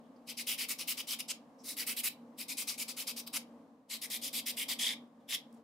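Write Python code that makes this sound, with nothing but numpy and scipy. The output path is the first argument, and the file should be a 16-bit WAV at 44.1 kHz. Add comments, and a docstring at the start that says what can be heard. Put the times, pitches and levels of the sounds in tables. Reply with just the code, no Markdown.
"""In a small room with ventilation, a gritty foam block is rubbed to and fro over long fingernails, close to a
two-port microphone. Each stroke is a dense rasp: random grains of grit ring the nail, finger and block. Faint
brushes of the block fall between strokes. The room answers with a short tail of echoes. The ventilation is air
noise over a low hum, both made of filtered noise; the background level wavers, air and hum together."""
import sys
import numpy as np
from scipy import signal
from scipy.fft import rfft, irfft
from scipy.io import wavfile
from scipy.ndimage import uniform_filter1d

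SR = 44100
rng = np.random.default_rng(int(sys.argv[2]) if len(sys.argv) > 2 else 0)


def inscribe(sig):
    """Save sig as 16-bit PCM at rate SR to the path in sys.argv[1].

    A 1-D sig is mono; a 2-D sig holds one channel per row.
    Samples are clipped to [-1, 1] before scaling.
    """
    pcm = np.round(np.clip(np.atleast_2d(sig).T, -1, 1) * 32767)
    wavfile.write(sys.argv[1], SR, pcm.astype(np.int16))


N = 248600  # length of the scene in samples

# Ring widths below are taken where the power has dropped to a quarter.
# Air noise colour: (frequency [Hz], relative level per Hz [dB])
AIR_COLOUR = [(30, -74), (100, -24), (165, -19), (330, -29.5), (400, -25.5), (480, -16), (632, -18.5),
              (1160, -23.5), (1350, -33.5), (1600, -34), (2480, -41), (4910, -46), (12300, -53.5),
              (16000, -60)]
# How alike the air noise is left and right: (frequency [Hz], likeness [0 to 1])
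AIR_LIKENESS = [(60, 0.63), (180, 1), (550, 0.92), (1650, 0.24), (4970, 0.28), (15000, 0.36)]
# Resonances of the duct: (frequency [Hz], width [Hz], relative power [dB])
DUCT_RINGS = [(234.1, 20.5, 1), (273.1, 65.4, -2), (170.5, 28, -15), (456.8, 9.7, -12), (543, 91, -12)]
# Background level over time: (time [s], hum level [dB])
BACKGROUND_LEVEL = [(0.0, -55.5), (0.03, -58), (3.56, -56.5), (3.86, -64.5), (4.09, -56), (5.0, -54.5),
                    (5.1, -61), (5.6, -57), (5.63, -63)]
# Light brushes against skin or nail: (time [s], length [s], level [dB], ring [Hz], ring width [Hz])
BRUSH_EVENTS = [(0.021, 0.066, -81, 3200, 900), (0.159, 0.016, -78, 4830, 1200),
                (1.579, 0.058, -67, 5500, 905), (1.592, 0.049, -77, 7600, 400),
                (5.195, 0.048, -79.5, 3460, 1500), (5.525, 0.0074, -68, 8810, 12000),
                (5.536, 0.018, -74, 9460, 6060), (5.551, 0.038, -79, 6000, 8050)]
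# How alike the rasp is left and right: (frequency [Hz], likeness [0 to 1])
RASP_LIKENESS = [(700, 0.95), (2000, 0.96), (3500, 0.75), (6000, 0.56), (9000, 0.43), (15000, 0.65)]
# Dying away of the early room echoes: (frequency [Hz], time to fall 60 dB [s])
ROOM_DECAY = [(700, 0.17), (2000, 0.21), (4000, 0.24), (8000, 0.14), (15000, 0.15)]
# Strokes: (time [s], length [s], hiss level midway [dB], swell from early to late [dB],
#   arch of the middle over the ends [dB], hiss tilt [dB per octave, roughly],
#   nail tip ring [dB], finger ring [dB], block thud [dB]); the last three are relative to the hiss
STROKE_EVENTS = [(0.276, 0.056, -44.5, -2.5, 7, -0.5, -3, -4.5, -23.5),
                 (0.374, 0.052, -42.5, -1, 0, -2, -9.5, -3.5, -40),
                 (0.471, 0.086, -37, -8, 3.2, 2, -1, -7.5, -21),
                 (0.581, 0.076, -40, -5.5, 3, 1, -4, 0, -19),
                 (0.687, 0.053, -37, -3.5, 2, -1, -11, -4.5, -23),
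                 (0.786, 0.055, -42, -6.5, 4, 0, -8, -3.5, -20),
                 (0.876, 0.058, -36, -1, 1.5, 1, -6.5, -7, -22),
                 (0.974, 0.044, -42.5, -1, 0.1, 0, -4, -4, -18.5),
                 (1.074, 0.077, -38, 4.5, 2.8, -1, -3.5, -8.5, -22),
                 (1.19, 0.032, -39, -13.5, 11, 0, -0.5, -5, -19),
                 (1.284, 0.038, -37.5, 5, 3.5, -11.5, -9, -12, -19.5),
                 (1.644, 0.1, -41.5, 2, 7.5, -1, -19, -11, -24.5),
                 (1.769, 0.073, -38, -4, 5, 6.5, -10, -3.5, -22.5),
                 (1.868, 0.07, -35.5, -6, 3.5, 5, -9.5, -8.5, -20.5),
                 (1.967, 0.045, -37, -2, 0, 8, -10, -13, -30),
                 (2.036, 0.051, -33, 1.5, 0, 1, -12, -10.5, -22.5),
                 (2.383, 0.06, -40.5, -2.5, 6.5, 0, -9.5, -5.5, -33),
                 (2.484, 0.056, -41, -1.5, 3.5, -3.5, -20, -2.5, -25),
                 (2.573, 0.064, -40.5, -1.5, -1, -4, -9, -4.5, -24),
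                 (2.675, 0.086, -44.5, -19, 2, -3.5, -10.5, -4, -20),
                 (2.78, 0.057, -39.5, 3, 1.5, -2, -7.5, -7.5, -24),
                 (2.882, 0.046, -45.5, -6.5, 0.9, -3.5, -14, -4, -15),
                 (2.968, 0.071, -39, -3.5, 5.5, 0, -9, -6, -19),
                 (3.072, 0.049, -40.5, -7.5, 1, -2.5, -9.5, -5, -16.5),
                 (3.165, 0.049, -42, -2.5, 2, -0.5, -7.5, -14, -21),
                 (3.266, 0.021, -42, 3.5, 9.5, 5, -10.5, -15.5, -16.5),
                 (3.333, 0.045, -38.5, 7, -2.2, -3, -9.5, -5.5, -14),
                 (3.901, 0.075, -43, -3, 3.5, -4, -7, -7.5, -23.5),
                 (4.017, 0.051, -42, -4, 2.5, 0, -15, -2.5, -33),
                 (4.103, 0.074, -39.5, -1, 1, -2.5, -6.5, -4.5, -27),
                 (4.219, 0.076, -40.5, -1, 2.5, -2, -4.5, -11, -36.5),
                 (4.331, 0.076, -38.5, 0.5, 1.5, 0, -4.5, -9.5, -27),
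                 (4.462, 0.056, -37.5, -3, 1, -1.5, -3, -6.5, -39.5),
                 (4.57, 0.073, -39, -0.5, 1.2, -3.5, -1, -3.5, -26),
                 (4.686, 0.057, -38, -4, 1, -3, -2.5, -4.5, -18.5),
                 (4.791, 0.15, -38.5, -7.5, 3, -7.5, 3.5, 0.5, -19.5),
                 (5.291, 0.071, -40, 7, 1.9, -3, 1.5, -2.5, -25)]
# How the block sits on the hand in each bout of strokes: (start [s], middle nail tip ring [Hz],
#   tip ring width [Hz], finger ring [Hz], growth of tip, finger and thud through the stroke [dB],
#   nail plate ring at -40 dB hiss [dB], block thud [Hz], left over right at -40 dB hiss [dB])
BLOCK_BOUTS = [(0.2, 2950, 800, 2200, 6.5, -0.5, 1220, 1.5), (1.6, 2870, 764, 2100, 6, -1, 1380, 0.6),
               (2.3, 2980, 830, 2230, 4, -2, 1190, 1.7), (3.8, 3340, 940, 2096, 3.5, -1.5, 1010, 1.4),
               (4.75, 3350, 725, 2010, 7, -0.5, 870, 0.5), (5.2, 3390, 810, 2020, 2, -0.5, 870, 1)]
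# Hiss colour before bumps and tilt: (frequency [Hz], relative level per Hz [dB])
HISS_COLOUR = [(3240, -31), (5500, -11.5), (6850, -4), (8410, -1.5), (11500, -2), (13200, -2),
               (14800, -4.5), (16000, -12.5)]
# Bumps on the hiss: (frequency [Hz], width [Hz], height [dB]); here width is between the 1/e points of the bump
HISS_BUMPS = [(8100, 440, 0.5), (10420, 1400, 2), (12700, 810, 0)]
# Rings of the nail plate: (frequency [Hz], width [Hz], power weight)
PLATE_RINGS = [(4960, 2360, 0.55), (5020, 600, 0.092), (3800, 770, 0.11)]

AIR_DB = -63.5  # average level in dB
TREBLE_DROP_S = 0.055  # time after which the treble of the room tail drops further
FINGER_WIDTH_HZ, BLOCK_WIDTH_HZ = 900, 810
TIP_SCATTER = 0.015  # typical share by which the tip ring moves from stroke to stroke
PLATE_GROWTH_DB = 0.5  # from start to end of a stroke
# dB per dB of hiss under -40: lighter strokes ring the plate more and sit further left
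LIGHT_PLATE, LIGHT_PAN = 0.66, 0.15
RISE_DB_PER_MS = 3.5
# a short stroke that starts soon after its bout does lands more softly
FIRST_S, FIRST_RISE_DB_PER_MS = 0.11, 2
FALL_S = 0.003  # time per 20 dB of fall after a stroke
EDGE_HZ = 15780  # upper edge of the treble


def gain_of(db):
    """Turn dB into an amplitude factor; twice the dB gives a power factor."""
    return 10 ** (np.asarray(db) / 20)


def evened(x):
    """Scale to an average power of 1."""
    return x / np.sqrt(np.mean(x ** 2) + 1e-20)


def read(points, hz):
    """Read a table between its points, along a log frequency scale."""
    f, value = np.transpose(points)
    return np.interp(np.log(hz + 1), np.log(f + 1), value)


def add(mix, s, sound):
    """Mix a sound in at its time, cutting what runs past the end."""
    part = mix[:, round(s * SR):][:, :sound.shape[1]]
    part += sound[:, :part.shape[1]]


def ring(hz, centre_hz, width_hz):
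    """Power of a steep resonance over frequency, total 1."""
    power = 1 / (1 + (2 * (hz - centre_hz) / width_hz) ** 2) ** 2
    return power / power.sum()


def paired(a, b, same):
    """Make left and right spectra whose likeness is given per frequency."""
    same = np.clip(same, 0, 1)
    return np.array([a, same * a + np.sqrt(1 - same ** 2) * b])


def ventilation():
    """Air noise above a low hum; the hum is noise shaped by duct resonances and a rumble."""
    hz = np.fft.rfftfreq(N, 1 / SR)
    air_a, air_b, hum_a, hum_b = rfft(rng.standard_normal((4, N)))
    likeness = read(AIR_LIKENESS, hz)
    colour_db = read(AIR_COLOUR, hz)
    above = 1 / (1 + (330 / (hz + 1)) ** 8)  # keeps the part above about 330 Hz
    air = irfft(paired(air_a, air_b, likeness) * gain_of(colour_db) * above, N)
    duct = sum(gain_of(2 * db) * ring(hz, f, w) for f, w, db in DUCT_RINGS)
    rumble = 0.38 * gain_of(2 * colour_db) * (1 - above)
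    hum = irfft(paired(hum_a, hum_b, likeness) * np.sqrt(duct / duct.max() + rumble), N)
    hum_db = np.interp(np.arange(N) / SR, *np.transpose(BACKGROUND_LEVEL))
    change_db = hum_db - hum_db.mean()  # the air noise follows the same level
    return gain_of(AIR_DB + change_db) * evened(air) + gain_of(hum_db) * evened(hum)


def grit(size, per_s=14000, spread_db=-1.0, catch_db=1.0):
    """Two streams of grains that catch and slip at random, some weaker; the grip wavers over milliseconds."""
    hit = rng.random((2, size)) < per_s / SR
    weakness = np.minimum(rng.exponential(1, (2, size)), 5)
    sign = rng.choice([-1., 1.], (2, size))
    grip = uniform_filter1d(rng.standard_normal(size), size=60)
    grip = evened(uniform_filter1d(grip, size=60))
    return evened(hit * sign * gain_of(spread_db * weakness + catch_db * grip))


def rasp(layers, patchy_db=2.0, colour_db=1.5):
    """Grit ringing several layers, each a pressure shape over time and a ringing power over frequency."""
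    size = len(layers[0][0])
    hz, grains = np.fft.rfftfreq(size, 1 / SR), grit(size)
    spectra = 0
    for k, (shape, power) in enumerate(layers):
        # neighbouring layers stand a quarter turn apart, so their powers add
        spectra = spectra + 1j ** k * rfft(grains * shape) * np.sqrt(power(hz) * len(hz))
    sound = irfft(paired(*spectra, read(RASP_LIKENESS, hz)), size)
    # uneven contact: bright clumps come and go over frequency and time
    z = signal.stft(sound, nperseg=128, noverlap=96)[2]
    patches = uniform_filter1d(rng.standard_normal(z.shape[1:]), size=3, axis=0)
    patches = evened(uniform_filter1d(patches, size=14, axis=1))
    # each contact also has its own colour
    colour = evened(uniform_filter1d(rng.standard_normal(z.shape[1]), size=2))[:, None]
    kept_db = (patchy_db ** 2 + colour_db ** 2) * np.log(10) / 20  # holds the mean power
    z = z * gain_of(patchy_db * patches + colour_db * colour - kept_db)
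    return signal.istft(z, nperseg=128, noverlap=96)[1][:, :size]


def brush(s, length, db, ring_hz, width_hz):
    """A faint touch: grit under light pressure rings one resonance over thin hiss."""
    t = np.arange(4096) / SR - .01
    shape = gain_of(db) * np.sin(np.pi * np.clip(t / length, 0, 1))

    def power(hz):
        return ring(hz, ring_hz, width_hz) + 0.12 * ring(hz, 7000, 9000)

    return s - .01, rasp([(shape, power)])


def room(x, treble_db=-7, late_db=-22, late_t60=0.44):
    """Sparse echoes of random sign die by band; treble drops further after TREBLE_DROP_S; a faint long tail."""
    taps = np.zeros((2, SR))
    at = np.arange(100, SR - 20, 20) + rng.integers(0, 20, (2, (SR - 101) // 20))
    np.put_along_axis(taps, at, rng.choice([-1., 1.], at.shape), 1)
    hz, t, z = signal.stft(taps, SR, nperseg=256)
    hz = hz[:, None]
    treble_drop_db = treble_db * np.clip(hz / 6000, 0, 1) * np.clip((t - TREBLE_DROP_S) / 0.024, 0, 1)
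    early = gain_of(-60 * t / read(ROOM_DECAY, hz) + treble_drop_db)
    late = gain_of(late_db - 60 * t / late_t60) / (1 + hz / 6000)
    tail = signal.istft(z * (early + late), SR, nperseg=256)[1]
    return signal.fftconvolve(x, tail / np.linalg.norm(tail[0]), axes=1)[:, :N]


def stroke(s, length, hiss_db, swell_db, arch_db, tilt_db, tip_db, finger_db, block_db):
    """The block sweeps the nail and stops short; the rings shift weight as the contact moves."""
    bout = [b for b in BLOCK_BOUTS if b[0] < s][-1]
    bout_s, tip_hz, tip_width_hz, finger_hz, low_growth_db, plate_db, block_hz, pan_db = bout
    light_db = -40 - hiss_db
    tip_hz *= 1 + TIP_SCATTER * rng.standard_normal()
    plate_db += LIGHT_PLATE * light_db
    pan_db += LIGHT_PAN * light_db

    # the level: a steep rise, an arch along the stroke, a steep fall
    t = np.arange(8192) / SR - .03
    early_db, late_db = hiss_db - arch_db - swell_db / 2, hiss_db - arch_db + swell_db / 2
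    level_db = np.interp(t, length * np.array([0, 1 / 6, 3 / 6, 5 / 6, 1]),
                         [early_db - 4.5, early_db, hiss_db, late_db, late_db - 7.5])
    soft = s - bout_s < FIRST_S and length < FIRST_S
    rise_db = FIRST_RISE_DB_PER_MS if soft else RISE_DB_PER_MS
    level_db -= rise_db * np.maximum(-t * 1000, 0)
    level_db -= 20 * np.maximum((t - length) / FALL_S, 0)
    along = np.clip(t / length, 0, 1) - .5  # -0.5 at the start, 0.5 at the end

    def hiss(hz):
        bumps_db = sum(db * np.exp(-(2 * (hz - f) / w) ** 2) for f, w, db in HISS_BUMPS)
        tilted_db = tilt_db * np.log2(hz / 10000 + 0.085)
        power = gain_of(2 * (read(HISS_COLOUR, hz) + bumps_db + tilted_db))
        power = power * (hz > HISS_COLOUR[0][0])
        return power / power.sum()

    def plate(hz):
        return sum(weight * ring(hz, f, w) for f, w, weight in PLATE_RINGS)

    def low(hz):
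        nail = gain_of(2 * tip_db) * ring(hz, tip_hz, tip_width_hz)
        nail += gain_of(2 * finger_db) * ring(hz, finger_hz, FINGER_WIDTH_HZ)
        radiated = 1 / (1 + (finger_hz / (hz + 1)) ** 14)  # little leaves the nail below the finger ring
        return nail * radiated + gain_of(2 * block_db) * ring(hz, block_hz, BLOCK_WIDTH_HZ)

    layers = [(gain_of(level_db), hiss),
              (gain_of(level_db + plate_db + PLATE_GROWTH_DB * along), plate),
              (gain_of(level_db + low_growth_db * along), low)]
    return s - .03, rasp(layers) * gain_of([[pan_db / 2], [-pan_db / 2]])


def scene():
    """Strokes and brushes, their answer from the room, and the ventilation a little to the left."""
    hand = np.zeros((2, N))
    for row in STROKE_EVENTS:
        add(hand, *stroke(*row))
    for row in BRUSH_EVENTS:
        add(hand, *brush(*row))
    # small bodies radiate no bass
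    hand = signal.sosfilt(signal.butter(2, 500, "highpass", fs=SR, output="sos"), hand)
    return hand + gain_of(-9.0) * room(hand) + ventilation() * gain_of([[.3], [-.3]])


def record(dry):
    """A steep low-pass filter removes the treble above the edge."""
    lowpass = signal.firwin(511, EDGE_HZ, window=("kaiser", 9), fs=SR)
    return signal.oaconvolve(dry, lowpass[None], "same")


dry = scene()
out = record(dry)
inscribe(out)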